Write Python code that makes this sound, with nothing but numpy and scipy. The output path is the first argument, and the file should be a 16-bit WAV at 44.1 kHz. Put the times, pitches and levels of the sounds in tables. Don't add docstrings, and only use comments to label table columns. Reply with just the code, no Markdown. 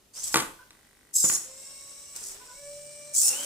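import sys
import numpy as np
from scipy import signal
from scipy.fft import rfft, irfft, next_fast_len
from scipy.io import wavfile

SR = 44100
rng = np.random.default_rng(int(sys.argv[2]) if len(sys.argv) > 2 else 0)


def waveform_to_disk(signal):
    frames = np.transpose(np.atleast_2d(signal))
    scaled = np.clip(frames, -1, 1) * 32767
    samples = np.round(scaled).astype(np.int16)
    wavfile.write(sys.argv[1], SR, samples)


N = 152145
T = np.arange(N) / SR

# frequency in Hz, relative density in dB per Hz.
FLOOR_COLOUR = [(40, 11.5), (380, 7.5), (1270, -3), (9450, -3), (16000, -12)]
FLOOR_DB = -63
# time in seconds, level in dB.
RUMBLE_LEVEL = [(.13, -72), (.165, -50), (.66, -63.5), (1.13, -72), (1.3, -42.5), (1.55, -60),
                (2.13, -61.5), (2.155, -49), (2.45, -55.5), (2.56, -68.5), (3.14, -59), (3.19, -53.5),
                (3.26, -45.5), (3.45, -40.5)]
# frequency in Hz, relative density in dB per Hz.
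RUMBLE_COLOUR = [(100, -5.5), (500, 2), (1400, 1), (2500, 0.5), (5000, -0.5), (10000, -6)]
# time in seconds, level in dB.
PUFF_LEVEL = [(.1, -72), (.3, -45.5), (.8, -69.5), (2.12, -67), (2.22, -58.5), (2.75, -60), (3.15, -82)]
# frequency in Hz, likeness from 0 to 1.
STEREO_LIKENESS = [(200, 0.83), (2000, 0.19), (5000, 0.26), (10000, 0.033)]
ROOM_T60_S, ROOM_DB = 0.37, -18.5
CUTOFF_HZ = 15950

# start in seconds, length in seconds,
# level of the low tone in dB, level of the high tone in dB.
CHIRPS = [(0.592, 0.042, -55, -51.5), (2.397, 0.043, -54.5, -61), (2.486, 0.048, -54.5, -55.5)]
CHIRP_HZ = 1000, 1490

# time in seconds, level in dB, treble tilt in dB per octave.
KNOCKS = [(0.3422, -8.5, 6.5), (0.3567, -10.5, -2.5), (0.401, -23.5, 10), (0.7066, -46, 13.5),
          (1.2407, -23, -7.5), (1.298, -22, 9.5)]
# frequency in Hz, relative level in dB.
BENCH_MODES = [(125, -23), (200, -8), (330, -1.5), (517, 1.5), (880, 3.5), (1140, 10), (1450, 8.5),
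               (2000, 4), (2400, 4), (3100, -13), (4100, -4.5)]
BENCH_T60_AT_1KHZ_S, BENCH_DAMPING_EXPONENT = 0.022, 0.79
CRACK_DB, RATTLE_PER_S, RATTLE_DB, RATTLE_T60_S = -16, 810, -9, 0.17
KNOCK_LAG_SAMPLES = 4

PULSE_S = .02003
# first tick in seconds, end in seconds, level in dB, servo index.
TICKING = [(0.7308, 1.13, -46, 0), (1.458, 2.15, -44.5, 1), (2.4548, 3.13, -42, 1)]
# frequency in Hz, relative level in dB.
TICK_RINGS = [
    [(1560, -18), (1940, -7), (8620, -4), (9680, -10)],
    [(610, -19), (4200, -15), (5800, -4.5), (7300, 0), (8700, -10)],
]
TICK_T60_CYCLES = [22, 41]

# time in seconds, tooth rate in Hz, lowest tone in dB, hiss in dB.
WHINE = [(1.41, 480.5, -79, -44), (1.48, 521.7, -55.5, -49.5), (1.62, 541.2, -66, -45.5),
         (2.2, 570.3, -70.5, -47.5), (2.225, 396, -65, -48), (2.36, 389.4, -61, -52),
         (2.46, 473.3, -70, -49.5), (2.55, 552, -65.5, -48.5), (2.6, 570.6, -51.5, -49),
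         (2.7, 580.7, -48.5, -48), (3.128, 589.1, -47, -48), (3.15, 577.6, -70, -43)]
# relative level in dB, scaled with the hiss.
WHINE_ORDERS_DB = [-20.5, -30, -20, -21.5, -33.5, -19, -22.5, -30, -13.5, -14.5, -17.5, -15.5, -8.5, -10,
                   -22, -25]
FAINT_DB, TOP_DB = -30.5, -21
SECOND_HOLD_SHIFT_DB = [-2, 9.8, 8.4]
SECOND_HOLD_S, QUARTER_DB = 2.5, -23
# frequency in Hz, relative density in dB per Hz.
WHINE_COLOUR = [(2100, -23.5), (4600, -17.5), (5500, -3), (6500, -16), (8000, 1), (10500, -17),
                (16000, -48)]
WHINE_WANDER_HZ_PER_ORDER, WHINE_JITTER, FADE_DB_PER_HZ = 4, .0015, .12

# time in seconds, tooth rate in Hz, level in dB.
MOVE_1 = [(.128, 590.3, -69), (0.137, 642.6, -48), (.165, 743.6, -38), (0.227, 972, -39.5),
          (0.242, 1107, -26.5), (0.266, 1111, -34.5), (0.279, 1186, -28.5), (0.311, 1140, -42.5),
          (0.333, 1093, -28.5), (0.459, 960, -50.5)]
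MOVE_2 = [(1.128, 1192, -61), (1.14, 1255, -33), (1.164, 1272, -19.5), (1.224, 1285, -22.5),
          (1.26, 1133, -21.5), (1.366, 1115, -25), (1.388, 1097, -41), (1.45, 970, -79)]
MOVE_3 = [(2.143, 900, -68), (2.164, 928, -29), (2.181, 897, -45.5), (2.274, 983, -34.5),
          (2.33, 982, -43.5), (2.37, 890, -60)]
MOVE_4 = [(3.13, 957, -50), (3.144, 1004, -26.5), (3.166, 1064, -21), (3.238, 1315, -20),
          (3.291, 1374, -21), (3.333, 1384, -36.5), (3.384, 1508, -33), (3.45, 1563, -33.5)]
# tooth tones against gear hiss in dB, strongest multiple of the tooth rate.
MOVE_TONES = [(-4, 7), (-1, 6), (-12, 8), (-5, 7)]
# casing tilt below its peak, in dB per octave.
CASING_TILTS = [-7, 2, -1.5, 3.5]
# frequency in Hz, relative density in dB per Hz.
CASING = [(2500, -32), (4400, -15.5), (5400, -5), (6300, -2.5), (7400, 1), (8400, 0), (11000, -9.5),
          (14200, -16), (16000, -5)]
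CASING_PEAK_HZ = 7400
TONE_WANDER_HZ, JITTER, LIFT_DB = 54, 0.0087, 6
TOOTH_GATE, PULSE_GATE = 0.61, 0.04
LUMP_DB, GRAIN_DB, GRAIN_HZ, STREAK_DB = 0.5, 3.5, 350, 4
SQUEAL = 1.18, 0.038, -38
# multiple of the tooth rate, relative level in dB.
MESH_TONES = [(0.184, -8.5), (.372, -1), (0.601, -8), (1.001, -7.5), (2., 4.5)]
# time in seconds, level in dB.
MESH_4_LEVEL = [(3.22, -62), (3.29, -52.5), (3.345, -46), (3.37, -50), (3.45, -47.5)]
# time in seconds, level in dB.
MESH_1_LEVEL = [(.15, -84), (.3, -62), (.345, -48)]


def amp(db):
    return 10 ** (np.asarray(db) / 20)


def unit(x):
    return x / np.sqrt(np.mean(x ** 2) + 1e-20)


def curves(rows):
    s, *cols = np.transpose(rows)
    gate = np.clip(np.minimum(T - s[0], s[-1] + .004 - T) / .004, 0, 1)
    return [np.interp(T, s, c) for c in cols] + [gate]


def burst(start_s, length_s, ramp_s):
    return np.clip(np.minimum(T - start_s, start_s + length_s - T) / ramp_s + 1, 0, 1)


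def at_hz(points, hz):
    f, db = np.transpose(points)
    hz = np.maximum(hz, 1)
    return np.interp(np.log(hz), np.log(f), db) - 24 * np.maximum(np.log2(f[0] / hz), 0)


def drift(rate_hz, channels=1):
    r = np.exp(-32 * np.pi * rate_hz / SR)
    noise = rng.standard_normal((channels, N // 16 + 1002))
    slow = unit(signal.lfilter([1], [1, -2 * r, r * r], noise)[:, 1000:])
    return np.array([np.interp(np.arange(N) / 16, np.arange(len(c)), c) for c in slow])


def spread(mid, side, hz):
    f, likeness = np.transpose(STEREO_LIKENESS)
    alike = np.clip(np.interp(np.log(hz + 1), np.log(f), likeness), 0, 1)
    return np.sqrt(1 + alike) * mid + np.sqrt(1 - alike) * side * [[1], [-1]]


def hiss(colour, gate=1):
    hz = np.fft.rfftfreq(N, 1 / SR)
    mid, side = rfft(rng.standard_normal((2, N)) * gate) * amp(at_hz(colour, hz))
    return unit(irfft(spread(mid, side, hz), N))


def tone(phase, wander_hz, steady):
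    a, b, c, d = drift(wander_hz, channels=4)
    side = 0.56 * (c + 1j * d) * np.array([[1], [-1]])
    waver = (a + 1j * b + side) / 1.17
    z = steady + (1 - steady) * waver
    return np.sqrt(2) * np.real(z * np.exp(1j * phase))


def tooth_phase(hz, jitter, jitter_hz):
    return 2 * np.pi * np.cumsum(hz * (1 + jitter * drift(jitter_hz)[0])) / SR


def ring(clicks, hz, t60_s):
    r, w = amp(-60 / (t60_s * SR)), 2 * np.pi * hz / SR
    return signal.lfilter([0, np.sin(w)], [1, -2 * r * np.cos(w), r * r], clicks + 1e-18)


def noise_floor():
    return amp(FLOOR_DB) * hiss(FLOOR_COLOUR)


def rumble():
    return amp(curves(RUMBLE_LEVEL)[0] + 2 * drift(46)) * hiss(RUMBLE_COLOUR)


def puffs():
    return amp(curves(PUFF_LEVEL)[0]) * hiss([(25, 2), (60, -14), (150, -23.5)])


def room(x):
    size = next_fast_len(N + SR)
    w = 2 * np.pi * np.fft.rfftfreq(size)
    sides = np.zeros((2, len(w)), complex)
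    for k, lag in enumerate(rng.uniform(.012, 0.05, size=40) * SR):
        loop = amp(-60 * lag / SR / ROOM_T60_S) * np.exp(-1j * w * int(lag))
        sides[k % 2] += (-1) ** (k // 2) * loop / (1 - loop)
    response = spread(*sides, w * SR / (2 * np.pi))
    return irfft(response * rfft(x, size), size)[:, :N]


def chirps():
    out = 0
    for start_s, length_s, *levels_db in CHIRPS:
        pair = sum(amp(db) * tone(2 * np.pi * hz * T, 41, 0.52) for hz, db in zip(CHIRP_HZ, levels_db))
        out = out + burst(start_s, length_s, 0.0035) * pair
    return out


def knocks():
    s, db, tilt = np.transpose(KNOCKS)
    at, out, blows = (s * SR).astype(int), np.zeros(N), np.zeros(N)
    blows[at] = amp(db)
    r = amp(-60 / (RATTLE_T60_S * SR))
    hits = rng.random(N) < RATTLE_PER_S / SR
    rattle = signal.lfilter([1], [1, -r], blows) * amp(RATTLE_DB) * hits

    for hz, mode_db in BENCH_MODES:
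        clicks = rattle * rng.standard_normal(N)
        struck = at + int(rng.uniform(0, 40))
        clicks[struck] = amp(db + tilt * np.log2(hz / 1000) + rng.normal(0, 1, len(s)))
        t60_s = BENCH_T60_AT_1KHZ_S * (1000 / hz) ** BENCH_DAMPING_EXPONENT
        out += amp(mode_db - 20.0) * ring(clicks, hz, t60_s)

    blows[at] = amp(db + 2 * tilt + CRACK_DB)
    crack = signal.lfilter([1], [1, -.97], blows + rattle) * rng.standard_normal(N)
    ringing = signal.sosfilt(signal.butter(4, 100, "high", fs=SR, output="sos"), out)
    crack = signal.sosfilt(signal.butter(2, [1500, 9000], "band", fs=SR, output="sos"), crack)
    mono = ringing + crack
    return np.array([np.roll(mono, KNOCK_LAG_SAMPLES), mono])


def ticks():
    out = np.zeros((2, N))
    for first_s, last_s, db, servo in TICKING:
        at, servo = (np.arange(first_s, last_s, PULSE_S) * SR).astype(int), int(servo)
        for hz, ring_db in TICK_RINGS[servo]:
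            clicks = np.zeros((2, N))
            clicks[:, at] = amp(db + ring_db + rng.normal(0, 1, (2, len(at))))
            out += ring(clicks, hz, TICK_T60_CYCLES[servo] / hz)
    return out


def whine():
    hz, low_db, hiss_db, gate = curves(WHINE)
    phase = tooth_phase(hz, WHINE_JITTER, 16.7)
    later = np.clip((T - SECOND_HOLD_S) / .1, 0, 1)
    orders_db = WHINE_ORDERS_DB + [FAINT_DB] * 8 + [TOP_DB]
    shifts_db = SECOND_HOLD_SHIFT_DB + [0] * len(orders_db)

    upper = 0
    for k, (db, shift_db) in enumerate(zip(orders_db, shifts_db), 2):
        partial = tone(k * phase, k * WHINE_WANDER_HZ_PER_ORDER, min(.7, 3 / k))
        upper = upper + amp(db + shift_db * later) * partial
    upper = upper * amp(FADE_DB_PER_HZ * np.minimum(hz - 540, 0))

    noise = hiss(WHINE_COLOUR, 1 + TOOTH_GATE * np.cos(phase)) * amp(1.2 * drift(40) - 3)
    hum = amp(QUARTER_DB) * later * tone(phase / 4, 15, 0.97)
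    lowest = tone(phase, 9.6, 0.97) + hum
    return gate * (amp(low_db) * lowest + amp(hiss_db) * (upper + noise))


def move(rows, tones, tilt):
    hz, db, gate = curves(rows)
    share_db, strongest = tones
    colour = [(f, d + tilt * min(np.log2(f / CASING_PEAK_HZ), 0)) for f, d in CASING]
    phase = tooth_phase(hz, JITTER, 30.36)
    throb = (1 + PULSE_GATE * np.cos(2 * np.pi * T / PULSE_S)) * amp(LUMP_DB * drift(86))

    stack = 0
    for k in range(2, 14):
        level_db = at_hz(colour, k * hz) + STREAK_DB * drift(14) + LIFT_DB * (k == round(strongest))
        below_cutoff = k * hz < CUTOFF_HZ
        stack = stack + amp(level_db) * below_cutoff * tone(k * phase, TONE_WANDER_HZ, .2)
    stack = stack / np.sqrt(np.mean(stack[:, gate > 0] ** 2))

    teeth = (1 + TOOTH_GATE * np.cos(phase)) * amp(GRAIN_DB * drift(GRAIN_HZ))
    both = (hiss(colour, teeth) + amp(share_db) * stack) / np.sqrt(1 + amp(2 * share_db))
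    return amp(db) * gate * throb * both, phase


def mesh_and_squeal(phases):
    db, gate = curves(MESH_4_LEVEL)
    low = sum(amp(d) * tone(k * phases[3], 35 * k, .5 / max(k, 1)) for k, d in MESH_TONES)
    low = amp(db) * gate * low
    start_s, length_s, squeal_db = SQUEAL
    squeal = amp(squeal_db) * burst(start_s, length_s, .005) * tone(4 * phases[1], 40, .6)
    db, gate = curves(MESH_1_LEVEL)
    return low + squeal + amp(db) * gate * tone(phases[0], 45, 0.57)


def moves():
    runs = zip([MOVE_1, MOVE_2, MOVE_3, MOVE_4], MOVE_TONES, CASING_TILTS)
    whirs, phases = zip(*[move(*run) for run in runs])
    return sum(whirs) + mesh_and_squeal(phases)


def scene():
    near = chirps() + knocks() + ticks() + whine() + moves()
    reverb = amp(ROOM_DB) * room(near.mean(axis=0))
    return near + reverb + rumble() + puffs() + noise_floor()


def record(dry):
    return signal.sosfilt(signal.cheby2(14, 75, CUTOFF_HZ + 400, fs=SR, output="sos"), dry)


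dry = scene()
out = record(dry)
waveform_to_disk(out)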